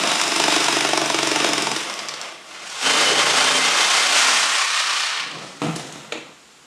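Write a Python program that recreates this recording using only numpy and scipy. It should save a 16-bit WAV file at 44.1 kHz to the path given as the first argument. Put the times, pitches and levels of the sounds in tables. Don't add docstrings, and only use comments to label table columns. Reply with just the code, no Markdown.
import sys
import numpy as np
from scipy import signal
from scipy.io import wavfile
from scipy.ndimage import uniform_filter1d

SR = 44100
rng = np.random.default_rng(int(sys.argv[2]) if len(sys.argv) > 2 else 0)


def master_out(mix):
    frames = np.transpose(np.atleast_2d(mix))
    ceiling = np.clip(frames, -1, 1)
    pcm = np.round(ceiling * 32767).astype(np.int16)
    wavfile.write(sys.argv[1], SR, pcm)


N = 293687
T = np.arange(N) / SR
HZ = np.fft.rfftfreq(8192, 1 / SR)

# [t/s, gear rattle level/dB, fan and brush treble over the rattle level/dB]
SAW_LEVELS = [
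    [(0.0, -22, -4), (0.26, -27.5, -2), (0.5, -22, -3.5), (1.1, -27.5, -3), (1.55, -25, -4.5),
     (1.81, -32, -3), (2.26, -35.5, -9), (2.4, -43, -7), (2.55, -51, 4)],
    [(2.46, -51, -1), (2.52, -40.5, -6), (2.8, -34, 1), (2.86, -20, -3), (3.61, -20, -2),
     (3.77, -20.5, -3.5), (3.9, -19, -1.5), (4.3, -22, -2.5), (4.6, -23.5, -4.5), (5.03, -22.5, -5.5),
     (5.21, -26, -10.5), (5.32, -35, -11), (5.45, -43, -3), (5.61, -46.5, -2.5)],
]
# [f/Hz, level/dB]
HOUSING_COLOURS = [
    [[(290, -45.5), (500, -9), (706, -6.5), (803, -3.5), (1510, 0), (1650, -3.5), (3630, -3.5),
     (4440, -10.5), (5200, -10.5), (9240, -13.5), (15500, -44)], [(290, -23), (500, -3.5), (901, -7.5),
     (997, -6), (3280, -6), (4500, -17), (5200, -15), (9370, -23.5), (15500, -52)]],
    [[(400, -21.5), (560, -8), (760, 1), (982, -1), (1090, 1.5), (1510, 1), (1650, -0.5), (3100, -2),
     (3740, -6.5), (8600, -18), (10200, -25.5), (15500, -55)], [(110, -48), (200, -29), (400, -19.5),
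     (726, -7), (987, -5), (1100, -4.5), (1590, -0.5), (2430, 2.5), (5560, -0.5), (8930, -7.5),
     (13500, -34.5), (15500, -35)]],
]
# [f/Hz, width/Hz, level/dB]
CASE_RINGS = [
    [[(2600, 1200, -5), (3800, 480, -4), (5120, 670, 2), (5980, 130, 3), (7140, 240, -2)],
     [(1160, 190, -0.5), (2100, 73, 0), (3120, 16, -6), (5240, 120, -4)]],
    [[(1074.5, 11, 1.5), (1520, 31, -25), (2080, 10, 5.5), (2120, 26, -4), (2550, 130, -13),
     (3100, 110, -35), (3610, 72, -4.5)], [(1060, 42, -3), (1130, 670, 1.5), (1820, 110, 0), (2420, 59, -2),
     (3020, 220, -11)]],
]
# [start t/s, length t/s]
LIFTS = [(1.733, 0.14), (4.12, 0.56)]
# [once a stroke/dB, twice a stroke/dB, slow chance/dB, quick rasp/dB]
THROBS = [(0.22, 1, 0.82, 0.53), (1.2, 0.21, 1, 0.66)]
# [t/s, strokes per s]
STROKE_RATES = [(0.0, 24.63), (0.45, 24.64), (0.9, 24.11), (1.35, 23.03), (1.8, 21.41), (2.4, 15),
                (2.5, 24), (2.85, 26.8), (3.35, 28.1), (3.66, 29.9), (4.01, 32.3), (4.5, 33.0), (5.2, 29),
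                (5.6, 20)]
# [t/s, level/dB, f/Hz]
WHINE_BANDS = [
    [(2.84, -30.5, 3020), (2.95, -34, 2985), (3.15, -25.5, 2970), (3.25, -44, 2960), (3.4, -34, 3070),
     (3.7, -38, 2880), (3.8, -50, 2860)],
    [(2.85, -28, 3080), (3.0, -34, 3140), (3.1, -27, 3120), (3.35, -36, 3210), (3.55, -29, 3130),
     (3.75, -37, 3200), (3.85, -35, 3120), (4.0, -38, 3050)],
    [(4.2, -40, 1030), (4.45, -37, 1084), (4.65, -33, 1093), (4.78, -35, 1247), (4.95, -32, 1157),
     (5.05, -55, 1170), (5.2, -37, 1034), (5.3, -40, 1140), (5.45, -57, 1120), (5.55, -62, 1100)],
]
WHINE_WIDTHS = [49, 89, 91]
# [t/s, crack level/dB, treble level/dB, boom level/dB]
SLAP_BLOWS = [(0.0347, -12, -20, 6.5), (0.0734, -17, -18, 4), (0.1149, -9.5, -17, 8),
              (0.155, -16, -18, 5.5), (0.1974, -11, -21, 2), (0.213, -9, -11.5, -11),
              (0.2358, -15.5, -15, -3), (0.277, -31, -16.5, 3.5), (0.3183, -13, -22, 4),
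              (0.3601, -10, -13, 3), (0.398, -11, -14.5, 12), (0.438, -8, -15, -1), (0.4799, -13, -14, 11),
              (0.5215, -12.5, -14.5, 5), (0.562, -10, -16, 9), (0.6025, -28, -17.5, 4.5),
              (0.6418, -18, -13, 3), (0.6821, -8.5, -14, 11.5), (0.7253, -11.5, -16, 10),
              (0.766, -13, -18, 11.5), (0.8065, -10, -16, -1), (0.848, -11.5, -18, 12.5),
              (0.8888, -21, -19, 5), (0.9315, -13, -16.5, 11), (0.9741, -9.5, -12.5, 11),
              (1.0145, -14, -18, 10), (1.058, -17, -16, -1), (1.0992, -9.5, -16, 7),
              (1.1435, -10.5, -18, 9.5), (1.187, -8, -17, 7.5), (1.2287, -11, -14, 7.5),
              (1.2709, -13, -12.5, 0), (1.314, -9.5, -15.5, 6), (1.3586, -12, -15, 8),
              (1.4005, -8, -26, 5.5), (1.4441, -10.5, -17, 11), (1.4877, -25, -16.5, 2),
              (1.532, -10.5, -13.5, 7), (1.578, -10.5, -14.5, 6), (1.6212, -17, -14, 3),
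              (1.6686, -15.5, -21, 10.5), (1.7139, -13.5, -16.5, 8), (1.7618, -11.5, -18, 2)]
# [t/s, crack level/dB, treble level/dB, boom level/dB, contact decay/s]
TICK_BLOWS = [(1.8976, -18.5, -29, -25, 0.0028), (1.939, -21, -17, -18, 0.0019),
              (1.99, -24, -28, -22, 0.007), (2.085, -29, -19.5, -24, 0.0043),
              (2.09, -15.5, -33, -29, 0.0026), (2.138, -26, -30, -9, 0.0064),
              (2.2135, -19, -17, -26, 0.0017), (2.3224, -33, -40, -9, 0.0027), (2.698, -36, -32, -30, .006)]
# [f/Hz, level/dB]
CRACK_COLOURS = [
    [(290, -32), (500, -41), (888, 4.5), (1650, -3.5), (2890, -1), (4380, -7.5), (5130, 0), (9240, -10),
     (12000, -27), (15500, -35)],
    [(250, -11), (600, 1.5), (1200, -6), (2800, -6.5), (4800, -14), (7200, -14), (10500, -23), (13500, -42),
     (15500, -47)],
]
# [f/Hz, level/dB]
TICK_CRACK = [(300, -19), (900, -9), (2500, -7), (4300, -4), (5200, -1.5), (6500, -9), (7800, -10),
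              (11000, -26), (15500, -48)]
# [t/s, level/dB]
PUMP_LEVELS = [
    [(0.0, -43), (0.25, -57), (0.41, -43), (1.26, -42), (1.74, -39.5), (1.92, -58), (2.15, -53),
     (2.25, -68)],
    [(0.0, -45), (0.3, -40), (0.45, -30), (0.65, -30.5), (1.03, -35), (1.13, -29), (1.27, -32), (1.35, -27),
     (1.55, -31), (1.78, -39), (1.9, -50)],
    [(2.82, -58), (2.85, -41), (2.98, -47), (3.1, -44), (3.5, -46.5), (3.7, -44), (3.8, -57.5), (4.4, -52),
     (4.56, -64)],
    [(2.82, -49), (2.85, -33.5), (2.98, -37), (3.3, -40), (3.45, -33), (3.7, -36), (3.78, -53),
     (4.1, -47.5), (4.2, -43), (4.33, -40), (4.42, -54), (4.56, -52)],
]
# [f/Hz, width/Hz, level/dB]
SHEET_MODES = [
    [(72, 20, 7.3), (142, 21, 7.4), (225, 27, 3.2), (293, 18.4, 4.8), (325.4, 30, 2), (421.4, 52, 0.86)],
    [(140.3, 3.9, 5.5), (185.6, 30, 0.5), (265, 24, 6.5), (316.5, 35, -4), (454, 160, -2.5),
     (584.5, 25, 4.5)],
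]
# [t/s, level/dB]
CONTACT_LEVELS = [
    [(0.0, -29.5), (0.64, -33), (1.06, -34.5), (1.49, -28.5), (1.8, -37.5), (2.13, -43.5), (2.39, -51),
     (2.7, -46)],
    [(2.45, -79), (2.8, -45), (2.86, -34.5), (3.08, -27), (3.3, -31), (3.7, -36), (3.79, -34.5),
     (3.92, -36.5), (4.3, -41.5), (4.58, -49), (5.2, -51.5)],
    [(5.2, -48), (5.31, -40.5), (5.39, -36.5), (5.68, -50), (5.8, -45), (6.115, -44.5), (6.135, -45),
     (6.33, -50)],
]
# [t/s, level/dB]
LOW_RUMBLE_LEVELS = [(5.2, -67), (5.3, -50), (5.45, -63), (5.58, -53), (5.75, -47), (6.0, -54), (6.2, -63)]
# [f/Hz, width/Hz, level/dB]
BOARD_MODES = [(143, 14, -11), (208, 103, -3), (286.5, 11.2, -0.5), (336.3, 49, 1.5), (396, 52, -4.5),
               (510, 60, -33), (680, 170, 2.5), (883.5, 55, 3.5), (1117, 180, -2), (1350, 326, -7)]
# [f/Hz, width/Hz, level/dB]
BROAD_MODE = [(503, 330, -5)]
# [f/Hz, width/Hz, level/dB]
TABLE_MODES = [(69.4, 17, 11), (156, 56, 2), (214, 24, -3), (306, 127, -0.5), (486, 140, -9),
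               (734, 390, -5.5), (1060, 460, -9), (1280, 280, -5.5), (2060, 330, -11)]
# [t/s, crack level/dB, treble level/dB, boom level/dB, contact decay/s]
KNOCK_BLOWS = [(5.6175, -21, -33, 9.5, 0.0058), (5.625, -23, -37, 2.5, 0.005),
               (5.6345, -36, -36, -1, 0.0068), (5.6447, -27, -36, 7, 0.0073), (5.639, -27, -42, -1, 0.0044),
               (5.6538, -27, -42, -10, 0.006), (5.6655, -41, -42, 6.5, .009), (5.674, -39, -42, -11, .006),
               (5.6835, -33, -45, 5.5, 0.01), (5.691, -32, -46, -2, 0.0051), (5.701, -42, -46, -15, .005),
               (5.7108, -45, -37, -16, .004), (5.725, -41, -46, -13, .005), (5.756, -37, -35, -24, 0.005),
               (5.76, -30, -24.5, -24, 0.0049), (5.764, -34, -31, -3, 0.0047), (5.795, -31, -37, -5, 0.014),
               (5.8496, -47, -46, -8, 0.0035), (5.868, -46, -40, -11, 0.011),
               (5.924, -44, -30.5, -22, 0.003), (5.9567, -32, -43, -8.5, 0.0039)]
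# [t/s, crack level/dB, treble level/dB, boom level/dB, contact decay/s]
TAP_BLOWS = [(6.1205, -27, -48, -22, 0.0026), (6.1225, -16, -28.5, -9, 0.0037),
             (6.129, -35, -34, -3, 0.004), (6.136, -35, -46, -7, 0.0046), (6.141, -29, -46, -15, 0.0094),
             (6.154, -36, -47, -3, .015), (6.175, -35, -47, -6, 0.017)]
# [f/Hz, level/dB]
TAP_CRACK = [(250, -26), (530, 4.5), (1000, -27), (1300, -5), (1600, -7), (2200, -1), (2800, -2),
             (3400, -4), (4200, -3.5), (4800, -13), (7200, -6), (10500, -23), (15500, -58)]
# [t/s, level/dB]
RUSTLE_LEVELS = [(5.6, -44), (5.7, -40), (5.83, -41.5), (6.04, -43.5), (6.32, -66)]
# [f/Hz, level/dB]
RUSTLE_SPECTRUM = [(530, -30), (900, 3), (1060, -8), (1100, -7), (1300, 1.5), (3940, 1.5), (4550, -6),
                   (7230, -2.5), (15500, -31)]
# [f/Hz, level/dB]
AIR_SPECTRUM = [(18, -40), (30, -3), (75, -1), (105, -28), (130, 2), (505, 1.5), (561, -2), (1110, 2),
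                (1820, -1.5), (2910, -2), (6200, -5.5), (7150, -3), (8200, -8), (13300, -25), (15500, -53)]
# [f/Hz, t60/s]
GARAGE_DECAY = [(150, 0.49), (600, 0.46), (2500, 0.63), (6000, 0.57), (12000, 0.28)]

FIRST_STROKE = 0.14
WHINE_FLUTTER_DB = 3
RAGGED, SLAP_RAGGED = 0.35, 0.4
SLAP_DECAY_S = 0.0038
AIR_DB = -49
PATH_PEAKS_PER_S = 5
EDGE_HZ = 15500


def saw(rows, housing, rings, lift, throb):
    rattle_db, treble_db = curves(rows)
    turn = 2 * np.pi * strokes_done()
    stroke_db = throb[0] * np.cos(turn) + throb[1] * np.cos(2 * turn)
    chance_db = throb[2] * wander(21.0) + throb[3] * wander(176.0)
    teeth = grit(5000, 2.16) + 1.23 * rng.standard_normal(N)
    chatter = amp(stroke_db + chance_db) * teeth

    lifted = np.clip((T - lift[0]) / lift[1], 0, 1)
    shares = np.sqrt([1 - lifted, lifted])
    out = 0
    for share, shell, ring in zip(shares, housing, rings):
        low, high = split(amp(read(shell, HZ)) * (1 + 1.03 * modes(ring)))
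        rattle = evened(colour(chatter, low))
        treble = evened(colour(chatter, high))
        out = out + share * (rattle + amp(treble_db) * treble)
    return amp(rattle_db) * out


def strokes_done():
    return FIRST_STROKE + np.cumsum(np.interp(T, *np.transpose(STROKE_RATES))) / SR


def whine(rows, width):
    level_db, hz = curves(rows)
    turn = np.exp(2j * np.pi * np.cumsum(hz) / SR)
    r = np.exp(-np.pi * width / SR)
    held = signal.lfilter([1], [1, -2 * r, r * r], grit(2700, 3.2) / turn) * turn
    return amp(level_db + WHINE_FLUTTER_DB * wander(31)) * evened(held.real)


def blows(rows, body, crack, ragged, rise, snap):
    trains = np.zeros((3, N))
    t = T[:3000]
    push = np.exp(-((t - rise) / 0.00039) ** 2)
    push = push / push.sum()
    for s, crack_db, treble_db, boom_db, decay in rows:
        envelope = np.exp(-t / max(decay, 0.0005)) * np.minimum(t / rise, 1)
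        burst = rng.standard_normal((3, len(t))) * envelope
        burst[:2, round(rise * SR)] += snap
        burst[2] = ragged * burst[2] / np.linalg.norm(burst[2]) + push
        levels = amp([[crack_db], [treble_db], [boom_db]])
        trains[:, round(s * SR):][:, :len(t)] += levels * burst
    low, high = split(amp(read(crack, HZ)))
    return sum(map(colour, trains, (low, high, modes(body))))


def pumped_sheet(rows, sheet):
    jittered = strokes_done() + 0.012 * wander(40)
    pushes = np.diff(np.floor(jittered), prepend=0)
    pushes = pushes * amp(1.23 * wander(33))
    return amp(curves(rows)[0]) * evened(colour(pushes, modes(sheet)))


def shaken_board(rows, body):
    pushes = grit(1500, 2.0) * amp(1.5 * wander(20))
    return amp(curves(rows)[0]) * evened(colour(pushes, modes(body)))


def rustle():
    crackle = colour(grit(9000, 2.4), amp(read(RUSTLE_SPECTRUM, HZ)))
    return amp(curves(RUSTLE_LEVELS)[0]) * evened(crackle)


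def garage(x):
    taps = np.zeros((3, SR))
    at = np.arange(260, SR - 20, 20)
    at = at + rng.integers(0, 20, (3, len(at)))
    np.put_along_axis(taps, at, rng.choice([-1., 1.], at.shape), axis=1)

    hz, t, bands = signal.stft(taps, SR, nperseg=256)
    decay = amp(-60 * t / read(GARAGE_DECAY, hz)[:, None])
    tails = signal.istft(bands * decay, SR, nperseg=256)[1]
    tails = tails / np.linalg.norm(tails[0])

    phase = PATH_PEAKS_PER_S * T / 2 + np.arange(3)[:, None] / 3
    turns = np.sqrt(2 / 3) * np.cos(2 * np.pi * phase)
    return signal.fftconvolve(x * turns, tails, axes=1)[:, :N].sum(axis=0)


def air():
    wash = colour(rng.standard_normal(N), amp(read(AIR_SPECTRUM, HZ)))
    return amp(AIR_DB + 0.32 * wander(8.1)) * evened(wash)


def amp(db):
    return 10 ** (np.asarray(db) / 20)


def evened(x):
    return x / np.sqrt(np.mean(x ** 2) + 1e-20)


def read(points, hz):
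    f, value = np.transpose(points)
    return np.interp(np.log(hz + 1), np.log(f + 1), value)


def curves(rows):
    s, level, *rest = np.transpose(rows)
    level_db = np.interp(T, s, level, left=-120, right=-120)
    return [level_db] + [np.interp(T, s, column) for column in rest]


def modes(rows):
    peaks = sum((amp(db) / (1 + (2 * (HZ - hz) / width) ** 2)) ** 2 for hz, width, db in rows)
    return np.sqrt(peaks / (1 + (125 / (HZ + 1)) ** 9))


def split(gain):
    share = 1 / (1 + (HZ / 4700) ** 8)
    low = gain * np.sqrt(share / (1 + (250 / (HZ + 1)) ** 6))
    return low, gain * np.sqrt(1 - share)


def colour(x, gain):
    log = np.log(np.maximum(gain, 1e-5 * gain.max()))
    circle = signal.hilbert(np.r_[log, log[-2:0:-1]])
    taps = np.fft.ifft(np.exp(circle.conj())).real[:4096]
    return signal.oaconvolve(x, taps / np.linalg.norm(taps))[:N]


def wander(hz):
    width = int(SR / hz)
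    once = uniform_filter1d(rng.standard_normal(N), width)
    return evened(uniform_filter1d(once, width))


def grit(per_s, spread_db):
    size = amp(spread_db * np.minimum(rng.exponential(1, N), 5))
    size = size * rng.choice([-1., 1.], N)
    return evened(size * (rng.random(N) < per_s / SR))


def scene():
    tool = sum(map(saw, SAW_LEVELS, HOUSING_COLOURS, CASE_RINGS, LIFTS, THROBS))
    tool = tool + sum(map(whine, WHINE_BANDS, WHINE_WIDTHS)) + rustle()

    first_sheet, second_sheet = SHEET_MODES
    slap_rows = [(*row, SLAP_DECAY_S) for row in SLAP_BLOWS]
    slap_body = BOARD_MODES[3:5] + BOARD_MODES[6:]
    slaps = blows(slap_rows, slap_body, CRACK_COLOURS[0], SLAP_RAGGED, rise=0.00202, snap=0.79)
    slaps = slaps + blows(TICK_BLOWS, BOARD_MODES[2:], TICK_CRACK, RAGGED, rise=0.00113, snap=1.3)

    pumped_modes = first_sheet[:3], first_sheet[3:], second_sheet[:2], second_sheet[2:]
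    pumped = sum(map(pumped_sheet, PUMP_LEVELS, pumped_modes))

    shaken_modes = (BOARD_MODES + BROAD_MODE, second_sheet[3:] + BROAD_MODE,
                    TABLE_MODES + BROAD_MODE, TABLE_MODES[1:3])
    board = sum(map(shaken_board, CONTACT_LEVELS + [LOW_RUMBLE_LEVELS], shaken_modes))

    knocks = blows(KNOCK_BLOWS, TABLE_MODES, CRACK_COLOURS[1], RAGGED, rise=0.0007, snap=1.2)
    tap = blows(TAP_BLOWS, TABLE_MODES[2:], TAP_CRACK, RAGGED, rise=0.00105, snap=3.4)

    to_room = amp(-11.5) * (tool + board) + amp(-5.5) * slaps
    to_room = to_room + amp(-2.5) * knocks + amp(-6.0) * tap
    direct = tool + board + pumped + slaps + knocks + tap
    return (direct + garage(to_room) + air())[None]


def record(dry):
    thin = signal.sosfilt(signal.butter(2, 90, "high", fs=SR, output="sos"), dry)
    band = signal.firwin(511, EDGE_HZ, window=("kaiser", 9), fs=SR)
    return signal.oaconvolve(thin, band[None], "same")


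dry = scene()
out = record(dry)
master_out(out)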